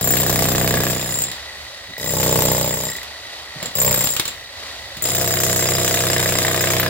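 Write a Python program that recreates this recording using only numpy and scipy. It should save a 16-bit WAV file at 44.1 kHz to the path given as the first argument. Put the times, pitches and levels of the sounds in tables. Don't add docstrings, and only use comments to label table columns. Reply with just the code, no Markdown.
import sys
import numpy as np
from scipy import signal
from scipy.fft import rfft, irfft, next_fast_len
from scipy.io import wavfile
from scipy.ndimage import uniform_filter1d, map_coordinates

SR = 44100
rng = np.random.default_rng(int(sys.argv[2]) if len(sys.argv) > 2 else 0)


def generate_wav(sig):
    pcm = np.round(np.clip(np.atleast_2d(sig).T, -1, 1) * 32767).astype(np.int16)
    wavfile.write(sys.argv[1], SR, pcm)


N = 303849
STROKE_HZ = 31.51

# start_s, length_s, catch_s, lean_in_s, first_push_db, ease_off_s, last_push_db,
# thud_db, crack_db, clack_db, grit_db, collar_db
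BURSTS = [(0.0095, 1.28, 0.0021, 0.53, -4.5, .5, -17, -22.5, -31.5, -34, -33.5, -36.5),
          (1.9762, .91, 0.034, 0.37, -16, 0.37, -11.5, -22, -33, -35.5, -28.5, -34.5),
          (3.7514, .37, 0.0056, .15, -8, .19, -15.5, -23, -33.5, -32, -36, -34),
          (5.0208, 1.9, 0.033, 0.42, -7.5, .05, -1, -25.5, -29.5, -33, -28, -33.5)]
# delay_s, gain
RECOILS = [(.0047, 0.26), (.0172, 0.96), (.027, 0.27)]
# pitch_hz, level_db, t60_s
TIP_MODES = [(5027, 0, 0.068)]
# frequency_hz, density_db
IMPACT_SPECTRUM = [(40, -20), (120, 4), (550, -1), (1200, -2.5), (2200, 2), (3800, 8.5), (6000, -1),
                   (15000, -5.5)]


def hammer(jitter_s=.00006, fall_jitter_s=.0005):
    # frequency_hz, density_db
    grit_spectrum = [(3000, -37), (6000, 0), (6800, 3), (7900, 2), (9000, -14), (12200, -7), (13100, -2),
                     (16000, -4.5)]
    collar_spectrum = [(2200, -22), (3100, -2.5), (3800, 9), (4500, -2), (6000, -4.5), (10500, -3),
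                       (15800, -9)]
    # time_s, lower_modes_db, upper_modes_db
    ring_curves = [
        [(0.02, -31.5, -27.5), (0.128, -23.5, -21), (0.23, -30.5, -26.5), (0.9, -32, -31), (1.058, -33, -38),
         (1.226, -25, -32), (1.24, -28.5, -48)],
        [(2.0, -52, -43), (2.074, -31, -31), (2.406, -27, -25), (2.9, -32, -36.5)],
        [(3.77, -30, -28), (3.798, -23, -22.5), (4.12, -27, -28)],
        [(5.1, -27, -31), (5.188, -31.5, -27), (5.634, -28, -33.5), (6.776, -32, -33.5), (6.8, -37, -25)],
    ]
    # pitch_hz, level_db, t60_s
    lower_modes = [(7164, -2, 0.038), (7486, 0, 0.066), (9810, -11.5, 0.047)]
    upper_modes = [(12640, -4.5, 0.052), (14050, -1, 0.085), (15560, 1, .05)]
    blows = np.concatenate([strokes(burst) for burst in BURSTS])
    blows += jitter_s * rng.standard_normal(len(blows))
    falls = blows + RECOILS[1][0] + fall_jitter_s * rng.standard_normal(len(blows))
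    gains = np.array([layer_gains(burst) for burst in BURSTS])
    _, crack_gain, clack_gain, grit_gain, collar_gain = sum(gains)
    clang_gain, sizzle_gain = sum(ring_gains(burst, curve) for burst, curve in zip(BURSTS, ring_curves))
    thuds = slab(blows, gains[:, 0]) + loose_pieces(blows)
    clang = chisel(blows, lower_modes, scatter_db=5, wet_db=-4)
    clang += amp(2.5) * chisel(falls, lower_modes, scatter_db=4, wet_db=-1.5)
    sizzle = amp(2.5) * chisel(blows, upper_modes, scatter_db=3.2, detune=.004, wet_db=3)
    grind = chisel(np.append(blows, falls), TIP_MODES, scatter_db=6, detune=.006, wet_db=-4)
    grit = grit_gain * rattle(blows, grit_spectrum, t60=.16, rise_t60=.003, scatter_db=4.5)
    collar = collar_gain * (rattle(falls, collar_spectrum, t60=.021, rise_t60=.008, scatter_db=2) + grind)
    fracture = amp(2.5) * crack_gain ** .62 * sizzle_gain ** .38 * crack(blows)
    clack = amp(2) * clack_gain * housing(blows)
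    body = yard(np.array([thuds, thuds]), wet_db=-13)
    return body + fracture + clack + collar + grit + clang_gain * clang + sizzle_gain * sizzle


def push(burst, age):
    _, length, _, lean, first_db, ease, last_db = burst[:7]
    leaning = np.clip(1 - age / lean, 0, 1)
    easing = np.clip(1 + (age - length) / ease, 0, 1)
    return first_db * leaning ** 2 + last_db * easing ** 1.05


def strokes(burst, run_on_s=.11, lag_s_per_db=.00025):
    start, length = burst[:2]
    age = np.arange(0, length + run_on_s, 1 / STROKE_HZ)
    return start + age - lag_s_per_db * push(burst, age)


def layer_gains(burst, weak_start_db=-5):
    # db_per_push_db, drift_db_per_s, release_db_per_s
    coupling = [(1, 0.52, 266), (0.5, 1.3, 140), (0.8, 3.5, 139), (0.8, -1, 166), (0.35, 0.3, 150)]
    start, length, catch = burst[:3]
    age = np.arange(N) / SR - start
    force_db = push(burst, age)
    catch_db = weak_start_db * np.clip(1 - age / catch, 0, 1)
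    sunk, lifted = np.clip(age, 0, length), np.maximum(age - length, 0)
    return np.array([(age >= 0) * amp(db + catch_db + share * force_db + drift * sunk - release * lifted)
                     for db, (share, drift, release) in zip(burst[7:], coupling)])


def slab(blows, gains):
    # pitch_hz, bandwidth_hz, level_db
    spot_1 = [(78.6, 15, -4.5), (150, 77, -6.5), (186.8, 39, -13), (253, 42, -14.5), (338, 49, -14),
              (413, 42, -15.5), (548, 81, -14.5), (653, 33, -15), (784, 130, -22.5), (1160, 63, -22.5),
              (1694, 100, -21.5)]
    spot_2 = [(64, 27, -17), (104, 18, -4.5), (149.6, 35, -7), (292, 66, -17.5), (460, 55, -14.5),
              (546, 63, -10), (670, 60, -19), (880, 54, -15), (1110, 100, -23)]
    spot_3 = [(67.4, 24, -12.5), (114, 34, -3), (175, 74, -10.5), (392, 80, -16.5), (569, 55, -3.5),
              (890, 140, -17.5), (1160, 100, -21)]
    spot_4 = [(91, 14, -6.5), (139, 17.8, -5), (190.4, 7.6, -18), (260, 36, -25.5), (373.5, 49, -13.5),
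              (477, 72, -16), (564, 68, -21.5), (643, 28, -11.5), (696, 27, -15.5), (1176, 74, -22.5),
              (1590, 88, -27), (2000, 87, -23)]
    return sum(gain * thud(blows, spot) for gain, spot in zip(gains, (spot_1, spot_2, spot_3, spot_4)))


def thud(blows, spot, low_hz=45, heavy_hz=480, soft_hz=2600, bend_hz=200, bend_delay_s=.00312):
    def sway(f):
        modes = sum((-1) ** (k + 1) * amp(db) * resonance(f, hz, width)
                    for k, (hz, width, db) in enumerate(spot[:3]))
        recoil = 1 + sum(gain * np.exp(-2j * np.pi * f * delay) for delay, gain in RECOILS)
        bending = np.exp(-2j * np.pi * bend_delay_s * 2 * bend_hz * np.log1p(f / bend_hz))
        return modes * recoil * bending / (1 + (low_hz / (f + 1)) ** 6) / (1 + (f / heavy_hz) ** 4)

    def knock(f):
        modes = sum((-1) ** ((k + 1) // 2) * amp(db) * resonance(f, hz, width)
                    for k, (hz, width, db) in enumerate(spot[3:]))
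        return modes / (1 + 1j * f / soft_hz)

    hits = unit(uneven_pulses(blows, scatter_db=1.3))
    return unit(filtered(hits, sway) + amp(.7) * filtered(contact(blows), knock))


def contact(blows, rubble_db=-7, rubble_t60=.23, knock_hz=750, jitter_s=.0003):
    count = len(blows)
    hits = uneven_pulses(blows, scatter_db=.5)
    knocks = sum(pulses(blows + delay + jitter_s * rng.standard_normal(count), np.full(count, gain))
                 for delay, gain in RECOILS)
    knocks = filtered(knocks, lambda hz: 1 / (1 + (hz / knock_hz) ** 4))
    rubble = rng.standard_normal(N) * fade(hits, rubble_t60)
    return unit(amp(rubble_db) * unit(rubble) - unit(hits + knocks))


def chisel(times, modes, wet_db, **variation):
    return steady(yard(steel(times, 1, modes, **variation), wet_db))


def steel(times, sizes, modes, scatter_db, detune=.00387, stereo_rad=.57, samples=6000):
    t = np.arange(samples) / SR
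    where = (np.round(np.abs(times) * SR).astype(int)[:, None] + np.arange(samples)).ravel()
    out = np.zeros((2, N))
    for hz, db, t60 in modes:
        strength, tuning, damping, phase, ears = rng.standard_normal((len(times), 5)).T[..., None]
        loss_db = 60 * t / t60 * np.exp(.3 * damping)
        decay = amp(db + scatter_db * strength - loss_db) * np.reshape(sizes, (-1, 1))
        angle = 2 * np.pi * (hz * (1 + detune * tuning) * t + phase)
        for ear, sign in enumerate((1, -1)):
            ring = decay * np.sin(angle + sign * stereo_rad * ears)
            out[ear] += np.bincount(where, ring.ravel(), N)[:N]
    return out


def ring_gains(burst, curve, release_db_per_s=185):
    t = np.arange(N) / SR
    times, *levels = np.transpose(curve)
    release_db = release_db_per_s * np.maximum(t - times[-1], 0)
    return np.array([(t >= burst[0]) * amp(np.interp(t, times, db) - release_db) for db in levels])


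def crack(blows, rise_t60=.0047, snap_t60=.012, crumble_t60=.3, crumble_db=-10, grains_per_s=1400):
    # frequency_hz, density_db
    spectrum = [(30, -28), (150, 6), (600, 5.5), (2000, -4.5), (3600, 1), (8000, 2), (11500, -4),
                (15800, -8)]
    hits = uneven_pulses(blows, scatter_db=2.8)
    grains = (rng.random(N) < grains_per_s / SR) * rng.exponential(size=N)
    crumble = amp(crumble_db) * unit(fade(grains, t60=.0056)) * fade(hits, crumble_t60)
    split = fade(fade(hits, snap_t60), rise_t60)
    return unit(noise(spectrum) * (split / split.max() + crumble))


def housing(blows, t60=.029, samples=1400, clatter_gain=1.9):
    # frequency_hz, density_db
    spectrum = [(350, -33), (780, -4), (1100, -2), (1380, -7), (1850, 1.5), (2600, -3.5), (3700, -2.5),
                (7000, -43), (15000, -13)]
    hits = uneven_pulses(blows, scatter_db=1)
    response = noise(spectrum)[:, :samples] * amp(-60 * np.arange(samples) / SR / t60)
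    clack = signal.fftconvolve(hits[None], response, axes=1)[:, :N]
    clatter = impact(hits, spectrum, t60, tail_db=-18, tail_t60=.13)
    return unit(yard(clack + clatter_gain * clatter, wet_db=-6))


def rattle(times, spectrum, t60, rise_t60, scatter_db):
    hits = uneven_pulses(times, scatter_db)
    return unit(noise(spectrum) * fade(fade(hits, t60), rise_t60))


def loose_pieces(blows):
    # middle_s, half_length_s, pitch_hz, bandwidth_hz, level_db
    pieces = [(.81, 0.074, 1660, 45, -32.5), (2.306, .12, 555, 40, -36), (3.925, 0.12, 570, 40, -32)]
    t = np.arange(N) / SR
    out = np.zeros(N)
    for middle, half, hz, width, db in pieces:
        ring = steady(filtered(contact(blows), lambda f: resonance(f, hz, width)))
        out += amp(db) * np.exp(-((t - middle) / half) ** 2) * ring
    return out


def chips():
    # start_s, level_db
    splits = [(.171, -17), (2.23, -17), (4.071, -15), (4.197, -8.5)]
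    times, db = np.transpose(splits)
    cracks = impact(pulses(times, amp(db)), IMPACT_SPECTRUM, t60=.021, tail_db=-12, tail_t60=.15)
    return yard(cracks, wet_db=-12)


def tip_pings():
    # start_s, level_db
    pebbles = [(5.668, -19), (5.753, -16), (6.1, -18)]
    times, db = np.transpose(pebbles)
    return yard(steel(times, amp(db), TIP_MODES, scatter_db=.5), wet_db=-6)


def stray_blows():
    # start_s, level_db, ring_offset_db
    blows = [(1.187, -34, 20), (1.218, -36, 17), (1.239, -32, 22), (1.315, -26, 3), (2.967, -29, 8),
             (3.03, -31, -3), (3.628, -24.5, 8), (3.658, -28, 12), (4.165, -19, 6), (4.254, -22.5, 4),
             (4.279, -26, 12), (4.969, -31, 4), (5.053, -23, 11)]
    # pitch_hz, level_db, t60_s
    free_modes = [(7350, 2, 0.032), (15560, -7, .03)]
    times, db, ring_db = np.transpose(blows)
    clack = impact(pulses(times, amp(db)), IMPACT_SPECTRUM, t60=.03, tail_db=-14, tail_t60=.34)
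    ring = steel(times, amp(db + ring_db), free_modes, scatter_db=1)
    return yard(amp(1.5) * clack, wet_db=-4) + yard(amp(-2.5) * ring, wet_db=-4.5)


def striker(turns, idle_db=-45):
    # pitch_hz, level_db, t60_s
    barrel_modes = [(1900, 8, 0.047), (1977, 8.5, 0.049), (3850, 4, .06)]
    ping_modes = [(1950, 0, .03), (3940, 9, .03)]
    # start_s, length_s, level_db
    runs = [(1.935, .175, -21.5), (2.89, .14, -21.5)]
    beats = np.flatnonzero(np.diff(np.floor(2 * turns))) / SR
    times, db = np.transpose([(start + age, level) for start, length, level in runs
                              for age in np.arange(0, length, 1 / STROKE_HZ)])
    idle = steel(beats, amp(idle_db), barrel_modes, scatter_db=3.5, stereo_rad=.39)
    pings = steel(times, amp(db), ping_modes, scatter_db=.5, stereo_rad=.2)
    pings = filtered(pings, lambda hz: 1 / (1 + 1j * (hz - 1950) / 300))
    return yard(idle + pings, wet_db=-13.5)


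def slab_bumps():
    # start_s, level_db
    bumps = [(1.89, -38), (3.56, -37), (3.625, -23.5), (4.965, -38)]
    # frequency_hz, density_db
    spectrum = [(40, -22), (140, 2), (600, -15), (4000, -52)]
    times, db = np.transpose(bumps)
    return noise(spectrum) * fade(pulses(times, amp(db)), t60=.21)


def motor(turns, throb_db=1, whine_cycles_per_turn=146.4):
    # frequency_hz, density_db
    spectrum = [(88, -55), (150, -22), (504, -10.5), (545, -5), (1200, -10.5), (2900, -9.5), (3800, -5.5),
                (4600, -6), (5150, -12.5), (7300, -17), (16000, -34)]
    air = noise(spectrum) * amp(throb_db * np.cos(2 * np.pi * turns) + 1.7 * wobble(8))
    whine = amp(-55 + 2 * wobble(12)) * np.sin(2 * np.pi * whine_cycles_per_turn * turns + wobble(60))
    return amp(-36) * air + whine


def wind():
    # frequency_hz, density_db
    spectrum = [(20, -38), (45, -17), (72, -6.5), (130, -19.5), (300, -39)]
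    gusts = amp(2 * wobble(12))
    return amp(-49.5) * noise(spectrum) * gusts


def yard(x, wet_db):
    # frequency_hz, t60_s
    decay_times = [(100, 0.05), (1000, 0.53), (7000, 0.16), (15000, 0.092)]
    hz, t, spectra = signal.stft(rng.standard_normal((2, SR // 3)), SR, nperseg=256)
    decay = amp(-60 * t / along(decay_times, hz)[:, None])
    tail = signal.istft(spectra * decay, SR, nperseg=256)[1]
    return x + amp(wet_db) * signal.fftconvolve(x, tail / np.linalg.norm(tail[0]), axes=1)[:, :N]


def noise(spectrum):
    # frequency_hz, correlation
    coherence = [(400, 1), (1000, 0.65), (2500, 0.82), (4500, .5), (13000, 0.19)]

    def colour(hz):
        angle = np.arccos(np.clip(along(coherence, hz), -1, 1)) / 2
        return amp(along(spectrum, hz)) * [np.cos(angle), np.sin(angle)]

    mid, side = filtered(rng.standard_normal((2, N)), colour)
    return unit(np.array([mid + side, mid - side]))


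def impact(hits, spectrum, t60, tail_db, tail_t60):
    return noise(spectrum) * (fade(hits, t60) + amp(tail_db) * fade(hits, tail_t60))


def resonance(f, hz, width):
    return 1j * f * width / (hz * hz - f * f + 1j * f * width)


def pulses(times, sizes):
    return np.bincount(np.clip(np.round(times * SR).astype(int), 0, N), sizes, N + 1)[:N]


def uneven_pulses(times, scatter_db):
    return pulses(times, amp(scatter_db * rng.standard_normal(len(times))))


def fade(x, t60):
    pole = amp(-60 / (t60 * SR))
    return signal.lfilter([1], [1, -pole], x)


def steady(x):
    power = np.mean(np.atleast_2d(x) ** 2, axis=0)
    smooth = np.abs(uniform_filter1d(uniform_filter1d(power, size=2800), size=2800))
    return x / np.sqrt(smooth + power.mean() / 100)


def filtered(x, response):
    size = next_fast_len(N + SR // 4)
    return irfft(rfft(x, size) * response(np.fft.rfftfreq(size, 1 / SR)), size)[..., :N]


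def wobble(rate):
    return map_coordinates(rng.standard_normal(int(N * rate / SR) + 4), [np.arange(N) * rate / SR])


def along(points, hz):
    frequencies, values = np.transpose(points)
    return np.interp(np.log(hz + 1), np.log(frequencies + 1), values)


def amp(db):
    return 10 ** (np.asarray(db) / 20)


def unit(x):
    return x / np.sqrt(np.mean(x ** 2) + 1e-20)


def scene(left_lead_s=.00008):
    # frequency_hz, left_minus_right_db
    balance = [(120, -3.5), (500, -2.3), (1000, -0.5), (7000, 0), (13000, 5)]
    turns = STROKE_HZ * np.arange(N) / SR
    sound = hammer() + slab_bumps() + stray_blows() + chips() + tip_pings()
    sound += striker(turns) + motor(turns) + wind()
    ear = np.array([[.5], [-.5]])
    advance_s = ear * left_lead_s
    return filtered(sound, lambda hz: amp(ear * along(balance, hz)) * np.exp(2j * np.pi * hz * advance_s))


def record(dry, top_hz=15850):
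    return filtered(dry, lambda hz: hz < top_hz)


dry = scene()
out = record(dry)
generate_wav(out)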